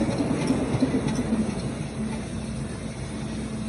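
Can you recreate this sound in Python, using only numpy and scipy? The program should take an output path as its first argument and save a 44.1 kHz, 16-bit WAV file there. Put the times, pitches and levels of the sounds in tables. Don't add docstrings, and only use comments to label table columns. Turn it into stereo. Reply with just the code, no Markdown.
import sys
import numpy as np
from scipy import signal
from scipy.fft import rfft, irfft
from scipy.io import wavfile
from scipy.ndimage import uniform_filter1d

SR = 44100
rng = np.random.default_rng(int(sys.argv[2]) if len(sys.argv) > 2 else 0)


def generate_wav(sig):
    pcm = np.round(np.clip(np.atleast_2d(sig).T, -1, 1) * 32767).astype(np.int16)
    wavfile.write(sys.argv[1], SR, pcm)


def volts(x):
    e = np.asarray(x, float) / 20
    return 10 ** e


N = 162288


def rms_one(x):
    return x / np.sqrt(np.mean(x ** 2) + 1e-20)


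def at_hz(points, hz):
    p = np.array(points, float)
    return np.interp(np.log(hz + 1), np.log(p[:, 0] + 1), p[:, 1])


def drift(rate_hz):
    r = np.exp(-80 * np.pi * rate_hz / SR)
    noise = rng.standard_normal(N // 40 + 2002)
    slow = rms_one(signal.lfilter([1], [1, -2 * r, r * r], noise)[2000:])
    return np.interp(np.arange(N) / 40, np.arange(len(slow)), slow)


def peak(x, hz, width_hz):
    r = np.exp(-np.pi * width_hz / SR)
    feedback = [1, -2 * r * np.cos(2 * np.pi * hz / SR), r * r]
    return signal.lfilter(np.array([1, 0, -1]) * (1 - r * r) / 2, feedback, x)


def resonate(grit, modes):
    return rms_one(sum(volts(db) * rms_one(peak(grit, hz, width_hz)) for hz, width_hz, db in modes))


def ports(direct, diffuse):
    # (frequency [Hz], phase [rad])
    lead_points = [(0, 0), (1500, 3.1), (3100, 9.42), (4800, 15.7), (6900, 22.0), (7600, 22.0),
                   (8700, 25.13), (10100, 25.13), (11000, 22.0)]
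    # (frequency [Hz], share [0-1])
    common = [(40, .995), (130, .95), (280, .8), (700, .45), (2500, .45), (3100, .7), (3700, .45),
              (4800, .65), (6300, .3), (7000, .75), (7550, .9), (8100, .4), (8600, .9), (8800, .99),
              (9800, .99), (10500, .4), (11000, 1.0)]
    # (frequency [Hz], level [dB])
    lean = [(60, 0.5), (250, -3.5), (800, 3), (1500, -1.5), (3700, 2), (5600, -2), (7000, 0.5), (11000, -1)]
    hz = np.arange(N // 2 + 1) * SR / N
    lead = np.interp(hz, *np.transpose(lead_points))
    share = at_hz(common, hz)
    side = np.array([[0.5], [-0.5]])
    delayed = rfft(direct) * np.exp(1j * side * lead)
    mixed = np.sqrt(share) * delayed + np.sqrt(1 - share) * rfft(diffuse)
    return irfft(mixed * volts(side * at_hz(lean, hz)), N)


def hall(x, t60_s):
    t = np.arange(SR // 2) / SR
    tail = rng.standard_normal((2, len(t))) * volts(-60 * t / t60_s)
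    tail = tail / np.sqrt(np.sum(tail ** 2, axis=1, keepdims=True))
    return signal.fftconvolve(x[None], tail, axes=1)[:, :N]


def air(spectrum, patchy_db):
    hz = np.arange(N // 2 + 1) * SR / N
    bottom_hz, top_hz = spectrum[0][0], spectrum[-1][0]
    white = rfft(ports(rng.standard_normal(N), rng.standard_normal((2, N))))
    coloured = white * volts(at_hz(spectrum, hz)) * (hz > bottom_hz / 1.2) * (hz < top_hz * 1.05)
    place = 1.5 * np.log2(hz / 20 + 1e-9)
    together = drift(3)
    first, last = int(1.5 * np.log2(bottom_hz / 24)), int(1.5 * np.log2(top_hz / 19)) + 1
    out = 0
    for k in range(first, last + 1):
        band = np.cos(np.pi / 2 * np.clip(place - k, -1, 1)) ** 2
        flicker = volts(patchy_db * (0.25 * together + drift(18)))
        out = out + irfft(coloured * band, N) * flicker
    return rms_one(out)


def hall_drone():
    # (frequency [Hz], density [dB per Hz])
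    spectrum = [(15, -27), (36, -39), (55, -11), (138, -4.5), (217, -7.5), (576, -21.5), (900, -22),
                (1500, -25.5)]
    return volts(-34.5) * air(spectrum, patchy_db=2.5)


def air_hiss(swing_db):
    # (frequency [Hz], density [dB per Hz])
    spectrum = [(1200, -3.5), (1600, -1.5), (3000, -6), (3600, -5), (4800, -8), (7000, -9.5), (9600, -9),
                (10950, -11), (11250, -16.5)]
    return volts(-40.5 + 0.042 * swing_db) * air(spectrum, patchy_db=1.23)


def motor_hum():
    # (frequency [Hz], level [dB rms], wobble [dB], share of the load swing [ratio])
    lines = [
        (59.05, -44.5, 1, 0.18),
        (132.7, -44.5, 3, 0.24),
        (218, -42, 2, 1.44),
        (448, -60.5, 2.5, 0.69),
        (529, -59, 2, 0.084),
        (606, -65, 4, 0.088),
        (656.6, -54.5, 1, 0.14),
    ]
    # (time [s], level [dB])
    load = [
        (0, -36),
        (.15, -55.5),
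        (.9, -36.5),
        (1.3, -31.5),
        (1.5, -36.5),
        (2.5, -36),
        (2.9, -43.5),
        (3.25, -34.5),
        (3.68, -33.5),
    ]
    t = np.arange(N) / SR
    s, load_db = np.transpose(load)
    swing_db = np.interp(t, s, load_db - load_db.mean())
    out = np.zeros(N)
    for hz, db, wobble_db, share in lines:
        strength = np.sqrt(2) * volts(db + share * swing_db + wobble_db * drift(6.8))
        phase = 0.48 * drift(6.6) + rng.uniform(0, 7)
        out += strength * np.sin(2 * np.pi * hz * t + phase)
    return ports(out, out)


def gear_rumble(start_db, swing_db):
    # (frequency [Hz], density [dB per Hz])
    spectrum = [(24, -48), (40, -13), (264, 0), (346, -4), (453, -5.5), (1470, -19.5), (2380, -24),
                (3300, -33), (4000, -31), (5200, -52.5), (8800, -120)]
    return volts(start_db + 3 + 1.29 * swing_db) * air(spectrum, patchy_db=1.5)


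def guard_panel():
    # (time [s], peak [dB], pitch [Hz], t60 [s])
    jolts = [(.002, -18.5, 558, 0.19), (.085, -19.5, 557, 0.46), (.19, -27.5, 658, 0.91),
             (.49, -26, 571, 0.22), (.595, -22.5, 572, 0.13), (.815, -23.5, 565, 0.15),
             (.935, -22, 554, 0.098), (0.949, -21.5, 451.5, 0.2), (1.179, -34, 493, 0.089),
             (1.32, -26, 450, 0.22), (.41, -26.5, 866, 0.51), (2.12, -29.5, 878, 0.2),
             (2.14, -28.5, 598, 0.11)]
    rise_s, right_gain = 0.006, -0.19
    out, t = np.zeros(N + SR), np.arange(SR // 2) / SR
    for s, db, hz, t60_s in jolts:
        shape = (1 - np.exp(-(t / rise_s) ** 2)) * volts(-60 * t / t60_s)
        i = int(s * SR)
        out[i:i + len(t)] += volts(db) * shape / shape.max() * np.sin(2 * np.pi * hz * t)
    return out[:N] * np.array([[1], [right_gain]])


def clacks():
    # (time [s], peak [dB], ring [Hz], length [s], latch share [0-1])
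    strikes = [(.102, -31, 3600, 0.018, 0.05), (.1196, -27, 3300, 0.018, 0.1),
               (.1815, -34.5, 4180, 0.01, 1), (.366, -41, 6600, 0.0099, 0.6),
               (.3865, -35, 2610, 0.016, 0.4), (.3995, -36, 2480, 0.029, .2),
               (.4105, -26.5, 3140, 0.028, 0), (.4724, -25, 5460, 0.013, 0.57),
               (.492, -34.5, 3330, 0.016, 0.5), (.7295, -31, 2490, 0.03, 0),
               (.8026, -30.5, 4100, 0.0095, 0.65), (.9394, -37, 1950, 0.0085, 0.4),
               (1.0785, -26, 2250, 0.025, 0), (1.1538, -29, 5740, 0.0041, 0.94),
               (1.163, -33.5, 6000, 0.011, 0.92), (1.4944, -35, 2470, 0.041, 0.23),
               (1.5933, -34, 4170, 0.01, 0.75), (1.8233, -33.5, 2080, 0.0065, 0),
               (2.12, -32.5, 2370, 0.038, 0.03), (2.225, -37.5, 2430, 0.024, 0.11)]
    # (frequency [Hz], width [Hz], level [dB])
    frame_modes = [(866, 5, 7.5), (626, 310, -1), (1103, 700, 5), (2250, 900, 6.5), (3300, 280, -10.5),
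                   (4810, 760, -17), (9150, 700, -9)]
    # (frequency [Hz], width [Hz], level [dB])
    dull_modes = [(2420, 81, -2.5), (4180, 100, -3), (5440, 100, -3.5), (9550, 610, -11.5)]
    # (frequency [Hz], width [Hz], level [dB])
    bright_modes = [(3330, 120, 0), (5350, 81, -4), (7640, 600, 1), (9200, 400, -1), (10550, 660, -2),
                    (11550, 300, -5)]
    gain_db, rise_s, tail_db, tail_s = -3, 0.0012, -13.5, 0.041
    ring_db, ring_width_hz, bright_above_hz = -2, 160, 5000
    out, t = np.zeros(N + SR), np.arange(SR // 4) / SR
    grit = rng.standard_normal((len(strikes), len(t)))
    body = resonate(grit, frame_modes)
    dull = resonate(grit, dull_modes)
    bright = resonate(grit, bright_modes)
    for k, (s, db, hz, length_s, share) in enumerate(strikes):
        burst = np.exp(-(t / length_s) ** 2) + volts(tail_db) * np.exp(-t / tail_s)
        shape = (1 - np.exp(-t / rise_s)) * burst
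        latch = bright if hz > bright_above_hz else dull
        ring = volts(ring_db) * rms_one(peak(grit[k], hz, ring_width_hz))
        rattle = (1 - share) * body[k] + share * latch[k] + (share + 0.04) * ring
        i = int(s * SR)
        out[i:i + len(t)] += volts(db + gain_db) * shape * rattle
    return out[:N]


def thumps():
    # (time [s], peak [dB], pitch [Hz])
    landings = [(0.002, -15.5, 307.6), (0.01, -18, 233), (0.192, -12.5, 275.6), (0.298, -15.5, 268),
                (0.379, -22, 282.4), (0.411, -20.5, 148), (0.494, -12, 265), (0.604, -15.5, 264),
                (0.66, -17.5, 269), (0.733, -13.5, 132.5), (0.818, -8.5, 265.3), (.875, -21, 139),
                (0.934, -10, 261.5), (1.05, -21.5, 235), (1.06, -19, 141.5), (1.099, -28, 204),
                (1.177, -13.5, 246.6), (1.313, -12.5, 236.3), (1.384, -17.5, 213.8), (1.47, -21.5, 196.4),
                (1.51, -24, 213.4), (1.554, -21, 186), (1.64, -22, 132), (1.796, -18, 147.2),
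                (1.999, -20.5, 215.3)]
    # (frequency ratio, level [dB])
    overtones = [
        (1.0, 0),
        (2.1, -19),
        (1.8, -17.5),
    ]
    rise_s, hold_s, t60_s, gain_db = 0.0058, 0.023, 0.077, -5
    out, t = np.zeros(N + SR), np.arange(SR // 2) / SR
    shape = (1 - np.exp(-(t / rise_s) ** 2)) * volts(-60 * np.maximum(t - hold_s, 0) / t60_s)
    shape = shape / shape.max()
    for s, db, hz in landings:
        i = int(s * SR)
        for ratio, part_db in overtones:
            tone = np.sin(2 * np.pi * hz * ratio * t)
            out[i:i + len(t)] += volts(db + part_db + gain_db) * shape * tone
    return out[:N]


def scene():
    # (time [s], level [dB])
    effort = [
        (0.0, -30.5),
        (0.34, -30),
        (0.53, -29),
        (1.729, -35),
        (1.89, -38),
        (2.89, -40),
        (3.15, -37),
        (3.68, -40),
    ]
    s, db = np.transpose(effort)
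    swing_db = np.interp(np.arange(N) / SR, s, db) - db[0]
    background = hall_drone() + air_hiss(swing_db) + motor_hum()
    machine = gear_rumble(db[0], swing_db) + guard_panel()
    low, high = thumps(), clacks()
    near = low + high
    knocks = ports(near, hall(near, t60_s=0.028))
    room = volts(-7.5) * hall(low + 0.84 * high, t60_s=0.81)
    return background + machine + knocks + room


def stereo_rounding(x):
    # (frequency [Hz], step [dB])
    step_points = [(100, -18), (2400, -18), (3100, -16.5), (3800, -18.5), (4800, -18.5), (5500, -20),
                   (6300, -18.5), (7300, -17), (8100, -22), (9000, -18.5), (11500, -24)]
    # (tooth width [bins], depth [dB])
    comb = [
        (1, 2.8),
        (5, 1.8),
    ]
    # (patch width [bins], over muting level [dB])
    mute = [
        (16, 0),
        (6, 1.5),
    ]
    comb_frames, comb_above_hz = 10, 1700
    step_wobble_db, round_up, mute_under_db = 1.5, 0.2, -5
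    hop, lead_in, bins = 1024, 1416, np.arange(576)
    hz = bins * SR / (2 * hop)
    basis = np.cos(np.pi / hop * np.outer(np.arange(2 * hop) + 0.5 + hop / 2, bins + 0.5))
    basis = basis * signal.windows.kaiser_bessel_derived(2 * hop, 4 * np.pi)[:, None]
    pair = np.pad([x[0] + x[1], x[0] - x[1]], ((0, 0), (lead_in, 2 * hop))) / 2
    starts = np.arange(0, N + lead_in, hop)
    z = pair[:, starts[:, None] + np.arange(2 * hop)] @ basis

    for size, depth_db in comb:
        chance = rng.standard_normal((2, len(starts), len(bins)))
        teeth = uniform_filter1d(chance, comb_frames, axis=1)[..., bins // size]
        teeth = volts(depth_db * rms_one(teeth))
        z = z * np.where(hz > comb_above_hz, rms_one(teeth), 1)

    wobble = rng.standard_normal((2, len(starts), 36)).repeat(16, axis=2)
    step = volts(at_hz(step_points, hz) + step_wobble_db * wobble)
    step[0] *= volts(7 * (hz > 10950))
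    for size, over_db in mute:
        power = (z / step).reshape(2, len(starts), -1, size) ** 2
        patch = np.mean(power, axis=3).repeat(size, axis=2)
        z = z * (patch > volts(2 * (mute_under_db + over_db)))

    levels = np.floor(abs(z / step) ** 0.75 + round_up)
    frames = (np.sign(z) * levels ** (4 / 3) * step) @ basis.T * 2 / hop
    out = np.zeros((2, len(starts) + 1, hop))
    out[:, :-1] += frames[..., :hop]
    out[:, 1:] += frames[..., hop:]
    mid, side = out.reshape(2, -1)[:, lead_in:lead_in + N]
    return np.array([mid + side, mid - side])


def low_pass(x):
    return signal.sosfilt(signal.butter(12, 12100, fs=SR, output="sos"), x)


def record(dry):
    mix = stereo_rounding(dry)
    return low_pass(mix)


dry = scene()
out = record(dry)
generate_wav(out)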